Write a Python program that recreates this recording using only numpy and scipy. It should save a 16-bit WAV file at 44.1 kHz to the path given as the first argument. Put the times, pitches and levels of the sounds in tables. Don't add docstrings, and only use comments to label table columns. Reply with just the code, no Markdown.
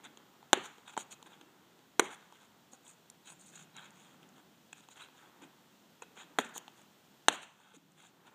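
import sys
import numpy as np
from scipy import signal
from scipy.io import wavfile
from scipy.ndimage import uniform_filter1d

SR = 44100
rng = np.random.default_rng(int(sys.argv[2]) if len(sys.argv) > 2 else 0)


def rack_gain(trim_db):
    fader = np.asarray(trim_db, float)
    return 10 ** (fader / 20)


def transcribe(signal):
    frames = np.atleast_2d(signal).T
    limited = np.clip(frames, -1, 1)
    pcm = np.round(limited * 32767).astype(np.int16)
    wavfile.write(sys.argv[1], SR, pcm)


N = 367794

# (frequency [Hz], density [dB per Hz])
HUSH_SPECTRUM = [(18, -67.5), (30, -30), (59, -19.5), (143, 0), (216, 2), (552, -6.5), (928, -6.5),
                 (1170, -11.5), (1410, -9.5), (2250, -14.5), (3320, -10), (4900, -18), (7060, -16.5),
                 (10400, -26.5), (15000, -18.5)]
# (time [s], level [dB])
HUSH_LEVEL = [(0, 3), (2, 2), (4, 2.5), (7.278, 3.5), (7.4, -3), (7.9, -1.5), (8.34, 0)]
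# (frequency [Hz], gain [dB])
MIC_RESPONSE = [(60, -40), (150, -14.5), (300, -4), (4200, 1.5), (4700, -7.5), (5050, -21), (5500, -3),
                (6100, 2), (15000, -1.5)]
# (frequency [Hz], t60 [s], level [dB])
ROOM_DECAY = [(150, 0.5, 6), (390.3, 0.24, 5), (990, 0.56, 0), (2670, 0.48, 8), (3944, 0.48, -1),
              (7000, 0.82, -8.5), (12000, 0.4, -10.5)]

# (time [s], skin motion [dB])
HAND_MOTION = [(0.0, -65), (0.5, -71), (0.79, -69.5), (1.44, -68.5), (1.9, -74.5), (2.25, -69),
               (2.8, -73.5), (3.39, -76.5), (3.9, -66.5), (4.32, -69), (4.8, -86), (5.25, -64.5),
               (5.95, -78), (6.55, -60), (7.0, -83), (7.45, -70), (7.83, -82), (8.34, -66.5)]
# (middle [s], length [s], deep rumble [dB], hollow rumble [dB])
PALM_SQUEEZES = [(0.0, 1, -85, -64.5), (1.412, 0.97, -68.5, -65.5), (2.048, 0.41, -81, -73),
                 (3.443, 0.77, -56.5, -69), (3.9, 0.89, -57.5, -90), (4.28, 0.74, -66, -65),
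                 (5.438, 0.11, -63, -55.5), (6.24, 0.43, -83, -65), (6.625, 0.46, -80.5, -70.5),
                 (7.849, 0.84, -62.5, -94.5), (8.25, 0.99, -84, -71)]
# (time [s], peak [dB], frequency [Hz])
DULL_BUMPS = [(0.572, -20.5, 382), (2.021, -22.5, 378), (2.73, -39, 228), (2.732, -47.5, 520),
              (2.733, -47.5, 794), (5.423, -37, 300), (5.467, -48, 300), (6.18, -36, 210),
              (5.445, -41, 330), (6.393, -26, 420), (6.392, -18.5, 240), (7.74, -46, 453),
              (7.767, -41.5, 281)]
# (frequency [Hz], width [Hz], level [dB])
HOLLOW_RUMBLE = [(250, 260, 4.5), (368, 240, -2.5)]
DEEP_RUMBLE = [(149, 41, -3.5), (188, 40, -1.5)]
SKIN_RUB = [(360, 67, -1), (860, 430, 1), (1430, 460, -5.5), (1830, 400, -5)]

# (start [s], length [s], card [dB], nail hiss [dB])
EDGE_SCRAPES = [(0.04, 0.03, -56.5, -67.5), (0.64, 0.032, -72, -62), (0.872, 0.043, -61, -66.5),
                (0.984, 0.044, -59.5, -55), (1.111, 0.028, -61, -55), (2.01, 0.065, -62.5, -62.5),
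                (2.317, 0.064, -73.5, -78), (2.404, 0.064, -73.5, -75.5), (2.851, 0.085, -73.5, -67.5),
                (3.262, 0.067, -65, -63.5), (3.396, 0.042, -79, -68), (3.444, 0.084, -76.5, -68.5),
                (3.537, 0.062, -68.5, -64.5), (3.592, 0.049, -67.5, -71), (3.76, 0.041, -61, -74),
                (3.817, 0.076, -67, -76), (3.952, 0.091, -73.5, -73.5), (4.037, 0.11, -74, -77),
                (4.761, 0.048, -70, -71), (4.828, 0.024, -71, -77), (4.906, 0.025, -70, -68),
                (4.985, 0.072, -61.5, -69.5), (6.172, 0.059, -58.5, -68.5), (6.393, 0.028, -58, -52),
                (7.32, 0.039, -58, -57), (7.74, 0.026, -70, -65.5), (7.987, 0.097, -68.5, -70.5)]
# (start [s], length [s], card [dB], nail hiss [dB])
WALL_SCRAPES = [(0.643, 0.028, -60, -61), (0.925, 0.023, -61, -69), (1.259, 0.022, -62, -71),
                (1.303, 0.052, -64, -76.5), (1.412, 0.011, -62, -76), (2.109, 0.042, -57.5, -60.5),
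                (2.723, 0.031, -72.5, -64), (4.222, 0.025, -68.5, -81), (4.364, 0.042, -69, -76),
                (4.729, 0.0044, -60, -60.5), (4.96, 0.019, -60, -68.5), (5.148, 0.13, -69.5, -79),
                (5.421, 0.03, -64, -71.5), (6.028, 0.017, -61.5, -74), (6.4, 0.028, -54.5, -72),
                (6.432, 0.037, -54.5, -63.5), (6.478, .04, -63, -75), (3.77, 0.08, -70, -81),
                (2.03, .07, -59, -73.5), (2.17, .1, -71, -85), (6.548, 0.037, -58, -54.5),
                (6.765, 0.067, -71, -75), (7.422, 0.021, -58.5, -59.5), (7.594, 0.16, -70, -81.5),
                (8.258, 0.032, -64, -76.5)]
# (start [s], length [s], corner [dB], slick [dB])
FOLD_SCRAPES = [(0.87, .04, -68, -81), (1.128, 0.02, -62, -73), (3.29, 0.049, -84, -61.5),
                (3.395, .03, -79, -71.5), (3.455, 0.028, -78, -69), (3.75, 0.04, -60, -80),
                (3.818, 0.041, -65, -84), (4.83, 0.018, -71, -84), (4.91, 0.028, -69, -78),
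                (4.96, 0.033, -68, -83), (5.008, 0.037, -58.5, -70), (5.058, 0.018, -73, -82),
                (2.856, 0.054, -76, -68.5), (3.546, 0.055, -69, -78), (3.256, 0.053, -65.5, -83),
                (6.182, 0.059, -65, -80)]
# (start [s], length [s], level [dB])
RIDGE_SCRAPES = [(0.989, .03, -54), (1.11, 0.025, -65), (3.255, 0.096, -68), (3.46, .03, -74),
                 (3.52, 0.1, -63), (3.823, .04, -69), (3.965, .09, -75), (4.762, .04, -72),
                 (4.906, .03, -64), (6.165, 0.064, -65), (6.556, 0.023, -59), (7.737, 0.028, -71)]
# (frequency [Hz], level [dB])
NAIL_HISS = [(2650, -42.5), (4500, -7.5), (5070, -17), (5830, -12), (6950, -0.5), (7550, -7), (8590, -7.5),
             (10600, -16), (11500, -26), (15500, -32.5)]
# (frequency [Hz], width [Hz], level [dB])
EDGE_RASP = [(2072, 170, 0.5), (2582, 320, 0), (3290, 290, 3), (3750, 240, -0.5)]
WALL_SCRATCH = [(420, 170, -10), (850, 220, 1), (1470, 330, 0), (1770, 300, -10)]
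CORNER_MODES = [(1440, 180, -3.5), (2540, 160, -17), (3877, 174, 13.5)]
SLICK_MODES = [(7970, 350, -2.2), (9280, 1500, -5)]
RIDGE_MODES = [(6800, 280, -7), (7300, 250, -2)]
SIZZLE_MODES = [(11800, 3400, 0)]

# (time [s], peak [dB], nail brightness [dB], walls [dB], lower edge mode [dB])
TICK_EVENTS = [(0.041, -45, -8.5, -30, 2), (0.172, -39, -17, -8.5, 1), (0.427, -44, -25, -1, -4),
               (0.574, -42, -5, -30, -6), (0.781, -43, -22, -9, -1), (0.925, -47.5, -12, -2, -2),
               (0.966, -28, -20, -2, -8), (1.0, -36, -3, -25, -6), (1.226, -38, -20, -14.5, -3),
               (1.411, -43, -22, -11.5, 1), (1.79, -49.5, -20, -12.5, -6), (2.323, -44, -10, -3, -2),
               (2.732, -42.5, -3, -10, -3), (3.099, -37, 8, -43.5, -3), (3.394, -52, -8, -25, -4),
               (3.765, -40.5, -8, -22, -8), (3.905, -50, 0, -30, -4), (4.229, -49.5, -29, -18, 3),
               (4.289, -52, -3, -28, -6), (4.38, -52, -25, -18, -4), (4.727, -55, -9, -28, 0),
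               (4.805, -47.5, -19, -14, -8), (4.886, -43, -23, -10.5, 0), (4.964, -55, -14, -22, -2),
               (5.085, -46, -27, -6, 0), (5.419, -46, -13, -6, -10.5), (6.034, -53, -16, -8.5, -2),
               (6.173, -39.5, -27, -2, -4), (6.447, -44, -10, -14, 0), (6.56, -34, -26, -2, 1),
               (6.576, -47, -26, -2, -6), (6.578, -30, -11, -25, -12), (6.679, -36.5, -21, -10, 0),
               (6.623, -59, 0, -37, -2), (6.816, -53, -3, -18, -1), (7.326, -29, -17, -9, -2),
               (7.6, -49, -15, -5, 1), (7.918, -56, 3.5, -13, -2.5)]
# (frequency [Hz], t60 [s], level [dB])
EDGE_MODES = [(2692, 0.0069, -2.5), (3140, 0.022, 0.5), (3883, 0.0053, -13)]
NAIL_MODES = [(5930, 0.0012, -1.5), (6830, 0.026, 3), (7944, 0.016, -10), (9700, .003, -21.5),
              (13500, .002, -12.5), (15190, 0.0016, -13.5)]
WALL_MODES = [(905, 0.01, 7.5), (1140, 0.0026, -3.5), (1442, 0.0033, -4)]
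HOLLOW_MODES = [(330, 0.023, -7.5), (467, 0.034, 2)]

SNAP_TIMES = [.5314, .9764, 1.9952, 6.3864, 7.2841, 4.7291, 6.0208]
# (peak [dB], rebound delay [ms], rebound [dB], slow ring [dB], room [dB])
SNAP_BLOWS = [
    (1.5, 1.37, -13.5, 2, -16),
    (-14.5, 1.37, -6, 6, -15),
    (-4.5, 0.731, -8.5, 13.5, -20),
    (-8.5, 0.5, 10.5, -6, -11.5),
    (1, 2.9, -15.5, -0.5, -15.5),
    (-35, 1.12, -7.5, 0, -16),
    (-33, 1.94, -1, 7, -14),
]
SNAP_RISES = [.15, .2, .6, .45, .15, .8, .6]
SNAP_DAMPING = [1.3, 1.5, 1.56, 1.5, 1.5, 1.3, 1.1]
# (delay [ms], level [dB])
SECOND_REBOUNDS = [(2.3, -20.5), (2.7, -34), (2.4, -19), (3.0, -9), (2.5, -19), (3.1, -18), (4.3, -18)]
HAND_SHADE = [-1.2, -16, -18, -0.5, -3, -3.5, -2]
ECHO_SHARE = [-0.5, -1.5, 0, 10.5, -4, -13, 6]
RING_TO_ROOM = [-20, -14, -5, -14, -16.5, -14, -12]
# (delay [ms], level [dB])
NEAR_ECHOES = [(2.4, -6), (4.1, -10.5), (6.3, -16), (9.6, -22.5), (11.4, -20.5)]
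# (frequency [Hz], width [Hz], level [dB])
FIRM_GRIP = [(382, 65, 2.5), (870, 190, 3.5), (1547, 200, 1), (2150, 200, -12.5), (1150, 330, -5.5),
             (3100, 290, -0.5), (3480, 120, -9), (6440, 150, -13), (6850, 150, -9.5), (7060, 220, -3.5),
             (8000, 200, -13.5), (9100, 150, -13), (9900, 240, -23.5), (12900, 300, -41)]
LIGHT_GRIP = [(390, 94, 17), (920, 185, 18.5), (1590, 260, -38), (3130, 34, 8), (3720, 42, -1),
              (7120, 130, -2), (7530, 500, 2), (9180, 110, -27), (9490, 110, -27), (13700, 280, -28)]
LOOSE_GRIP = [(436.5, 87.6, 7.5), (807, 140, 5.5), (974, 160, 2), (1480, 300, 1.5), (2173, 65, 1),
              (2990, 390, -6), (3300, 110.3, -6.5), (3740, 113, -7.5), (6080, 82, 0), (6960, 73, -10),
              (7100, 110, -6), (8300, 220, -6), (9730, 290, -10), (12200, 340, -17)]
TILTED_BOX = [(520, 130, 0.5), (960, 140, 10), (1300, 160, 6), (1570, 140, -7), (2240, 50, -32),
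              (2970, 46, -15), (3280, 53, 3.5), (3620, 35, -5), (6300, 260, -12.5), (6880, 60, -5),
              (6900, 50, -10), (7600, 41, -17), (8800, 340, -10.5), (9550, 230, -18)]
PRESSED_BOX = [(300, 200, -17), (886, 61, 4), (1200, 330, -1.5), (1530, 260, 1), (2760, 100, -5.5),
               (2970, 71, -4), (3200, 170, -2), (3700, 57, -0.5), (6400, 130, -3), (7060, 120, -5.5),
               (7500, 67, -8), (8090, 240, -5.5), (9150, 170, -14), (10450, 130, -17.5)]
PICKED_BOX = [(241, 67, -3), (834, 140, -3.5), (1580, 110, -7), (2570, 120, 2.5), (3330, 110, -3),
              (3660, 150, -16), (5810, 140, -15), (6760, 150, -11), (7030, 180, -2), (7900, 180, -3),
              (9160, 110, -13)]
TAPPED_BOX = [(473, 110, 1.5), (956, 130, 2.5), (1390, 150, -3), (2570, 130, -2), (3180, 250, -15),
              (6350, 140, -12), (6880, 150, -3), (7570, 110, -14), (7990, 110, -16), (9820, 250, -21)]
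SNAP_MODES = [FIRM_GRIP, LIGHT_GRIP, LOOSE_GRIP, TILTED_BOX, PRESSED_BOX, PICKED_BOX, TAPPED_BOX]


def evened(x):
    return x / np.sqrt(np.mean(x ** 2) + 1e-20)


def read(f, value, hz):
    return np.interp(np.log(hz + 1), np.log(np.asarray(f) + 1), value)


def add(mix, s, sound):
    part = mix[round(s * SR):][:len(sound)]
    part += sound[:len(part)]


def colour(x, points):
    half = np.log(rack_gain(read(*np.transpose(points), np.fft.rfftfreq(4096, 1 / SR))))
    whole = np.concatenate([half, half[-2:0:-1]])
    response = np.fft.ifft(np.exp(np.conj(signal.hilbert(whole)))).real[:2048]
    return signal.oaconvolve(x, response)[:len(x)]


def body(x, modes):
    out = np.zeros(len(x))
    for k, (hz, width, db) in enumerate(modes):
        b, a = signal.iirpeak(hz, hz / (1.63 * width), SR)
        once = signal.lfilter(b, a, x)
        out += (-1) ** k * rack_gain(db) * signal.lfilter(b, a, once)
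    return evened(out)


def grit(per_s, spread_db):
    size = rack_gain(spread_db * np.minimum(rng.exponential(1, N), 4)) * rng.standard_normal(N)
    return size * (rng.random(N) < per_s / SR)


def wander(x, depth_db):
    z = signal.stft(x, nperseg=256)[2]
    patches = rng.standard_normal(z.shape[::-1]).T
    patches = uniform_filter1d(patches, size=5, axis=0)
    patches = evened(uniform_filter1d(patches, size=7, axis=1))
    gain_db = depth_db * patches - .115 * depth_db ** 2
    return signal.istft(z * rack_gain(gain_db), nperseg=256)[1][:len(x)]


def stroke_shape(length):
    phase = np.linspace(0, 1, round(1.69 * length * SR)) ** 0.91
    return np.sin(np.pi * phase) ** 1.4


def hush():
    drift_db = np.interp(np.arange(N) / SR, *np.transpose(HUSH_LEVEL))
    return rack_gain(-67.5 + drift_db) * evened(colour(rng.standard_normal(N), HUSH_SPECTRUM))


def room_tail():
    taps = np.zeros(SR // 2)
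    at = np.arange(260, len(taps) - 12, 12)
    taps[at + rng.integers(0, 12, len(at))] = rng.choice([-1., 1.], len(at))
    taps *= 1 - np.exp(-np.arange(len(taps)) / SR / 0.0059)
    hz, t, z = signal.stft(taps, SR, nperseg=256)
    f, t60, db = np.transpose(ROOM_DECAY)
    z = z * rack_gain(read(f, db, hz)[:, None] - 60 * t / read(f, t60, hz)[:, None])
    tail = signal.istft(z, SR, nperseg=256)[1]
    return tail / np.linalg.norm(tail)


def hands():
    now, t = np.arange(N) / SR, np.arange(4000) / SR
    motion = rack_gain(np.interp(now, *np.transpose(HAND_MOTION)))
    middle, length, deep_db, hollow_db = np.transpose(PALM_SQUEEZES)[:, :, None]
    swells = np.exp(-8 * ((now - middle) / length) ** 2)
    hollow = rack_gain(-87) + rack_gain(-12) * motion + (rack_gain(hollow_db) * swells).sum(0)
    deep = rack_gain(-74.5) + (rack_gain(deep_db) * swells).sum(0)
    out = hollow * body(grit(per_s=2700, spread_db=1.0), HOLLOW_RUMBLE)
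    out += deep * body(rng.standard_normal(N), DEEP_RUMBLE)
    out += motion * body(grit(per_s=1800, spread_db=0.5), SKIN_RUB)
    for s, db, hz in DULL_BUMPS:
        envelope = rack_gain(db - 60 * t / 0.039) * (1 - np.exp(-t / 0.0026))
        add(out, s, envelope * np.sin(2 * np.pi * hz * t))
    return out


def stroke_pressure():
    pressure = np.zeros((6, N))
    for rows, rasp_db, scratch_db in [(EDGE_SCRAPES, -0.17, 0.16), (WALL_SCRAPES, -5, 0.16)]:
        for s, length, card_db, nail_db in rows:
            for layer, db in zip(pressure, [nail_db, card_db + rasp_db, card_db + scratch_db]):
                add(layer, max(s - 0.35 * length, 0), rack_gain(db + 3.0) * stroke_shape(length))
    for s, length, *levels_db in FOLD_SCRAPES:
        for layer, db in zip(pressure[3:], levels_db):
            add(layer, s - 0.39 * length, rack_gain(db + 0.5) * stroke_shape(length))
    for s, length, db in RIDGE_SCRAPES:
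        add(pressure[5], s - 0.24 * length, rack_gain(db) * stroke_shape(length))
    judder_db, judder_s = 2.2, .005
    judder = uniform_filter1d(rng.standard_normal((2, N)), size=round(judder_s * SR), axis=1)
    return pressure * rack_gain(judder_db * evened(judder))[[0, 1, 1, 1, 0, 0]]


def strokes():
    pressure = stroke_pressure()
    slips = grit(per_s=9400, spread_db=2.2)
    wandering = [evened(colour(slips, NAIL_HISS)), body(slips, EDGE_RASP), body(slips, WALL_SCRATCH)]
    layers = [wander(layer, depth_db=2.1) for layer in wandering]
    layers += [body(slips, modes) for modes in [CORNER_MODES, SLICK_MODES, RIDGE_MODES]]
    sizzle = pressure[0] ** 2 / rack_gain(-36.5) * body(slips, SIZZLE_MODES)
    return sizzle + (pressure * layers).sum(0)


def ticks():
    out, t = np.zeros(N), np.arange(1500) / SR
    parts = [EDGE_MODES[:1], EDGE_MODES[1:], NAIL_MODES, WALL_MODES, HOLLOW_MODES]
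    sizes = [len(p) for p in parts]
    hz, t60, mode_db = np.transpose(sum(parts, []))[:, :, None]
    luck = .03 * rng.standard_normal((len(TICK_EVENTS), len(hz), 1))
    slips = .12 * rng.standard_normal((len(TICK_EVENTS), 120)) ** 3 * np.exp(-t[:120] / .001)
    click = np.diff(np.exp(-(t[:40] / .00007 - 3) ** 2), prepend=0) * 3
    add(out, 6.5795, rack_gain(-31.5) * np.sin(2 * np.pi * 14200 * t) * np.exp(-t / .0004))
    damped_s = .006
    fall_db = -60 * t / np.minimum(t60, np.maximum(damped_s, 10 / hz))
    decay = rack_gain(fall_db) + rack_gain(4 + 6 * fall_db)
    rise = 1 - np.exp(-hz * t / 0.41)
    for (s, db, nail_db, walls_db, lower_db), detune, slip in zip(TICK_EVENTS, luck, slips):
        levels_db = [lower_db, 0, nail_db + 15.5, walls_db + 16, walls_db + 12]
        part_db = np.repeat(levels_db, sizes)[:, None]
        tones = np.sin(2 * np.pi * hz * (1 + detune) * t)
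        ring = (rack_gain(mode_db + part_db) * decay * tones * rise).sum(0)
        tick = ring + np.convolve(ring, slip)[:len(t)]
        add(out, s + 0.0012, rack_gain(db) * tick / abs(tick).max())
        add(out, s + 0.0012, rack_gain(db - 8.5) * click)
    return out


def near_echo(crack, t):
    smear = rng.standard_normal(200) * np.exp(-t[:200] / .0012)
    smear -= uniform_filter1d(smear, size=70)
    return np.convolve(crack[:200], smear / np.linalg.norm(smear))


def snaps():
    out, t = np.zeros(N), np.arange(3000) / SR
    shade_filter = signal.butter(N=6, Wn=2260, fs=SR)
    for i, (db, rebound_ms, rebound_db, ring_db, room_db) in enumerate(SNAP_BLOWS):
        s = SNAP_TIMES[i]
        late_ms, late_db = SECOND_REBOUNDS[i]
        hz, width, mode_db = np.transpose(SNAP_MODES[i])[:, :, None]
        fast = np.exp(-np.pi * 4.5 * width * t)
        slow = np.exp(-np.pi * SNAP_DAMPING[i] * width * t)
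        decay = fast + rack_gain(ring_db) * slow
        blow = (rack_gain(mode_db) * width * decay * np.sin(2 * np.pi * hz * t)).sum(0)
        crack = blow * (1 - np.exp(-t / .0001)) * np.exp(-t / 0.00034)
        blow *= 1 - np.exp(-1000 * t / SNAP_RISES[i])
        rebound = rack_gain(rebound_db) * np.interp(t - rebound_ms / 1000, t, blow, left=0)
        late = rack_gain(late_db) * np.interp(t - late_ms / 1000, t, blow, left=0)
        blow = blow + rebound + late
        scale = rack_gain(db) / abs(blow).max()
        add(out, s, scale * blow)
        for ms, echo_db in NEAR_ECHOES:
            arrival = s + ms / 1000 * rng.uniform(.9, 0.99)
            add(out, arrival, scale * rack_gain(echo_db + ECHO_SHARE[i]) * near_echo(crack, t))
        lows = signal.lfilter(*shade_filter, crack)
        sent = lows + rack_gain(HAND_SHADE[i]) * (crack - lows) + rack_gain(RING_TO_ROOM[i]) * blow
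        add(out, s, scale * rack_gain(room_db) * signal.fftconvolve(sent, room_tail()))
    return out


def scene():
    small = hands() + strokes() + ticks()
    reverberant = rack_gain(-18) * signal.fftconvolve(small, room_tail())[:N]
    return (snaps() + small + reverberant)[None]


def low_pass(x):
    return signal.sosfilt(signal.butter(12, 16450, fs=SR, output="sos"), x)


def record(dry):
    full = np.clip(colour(dry[0], MIC_RESPONSE) + hush(), -.94, .94)
    edge = signal.firwin(301, 15250, window=("kaiser", 4), fs=SR)
    heard = signal.oaconvolve(full, edge, "same")
    over = full - heard
    strong = uniform_filter1d(abs(over), size=64) > rack_gain(-58)
    passing = uniform_filter1d(1. * strong, size=128)
    heard = heard + rack_gain(-8.5) * over * passing
    return low_pass(heard[None])


dry = scene()
out = record(dry)
transcribe(out)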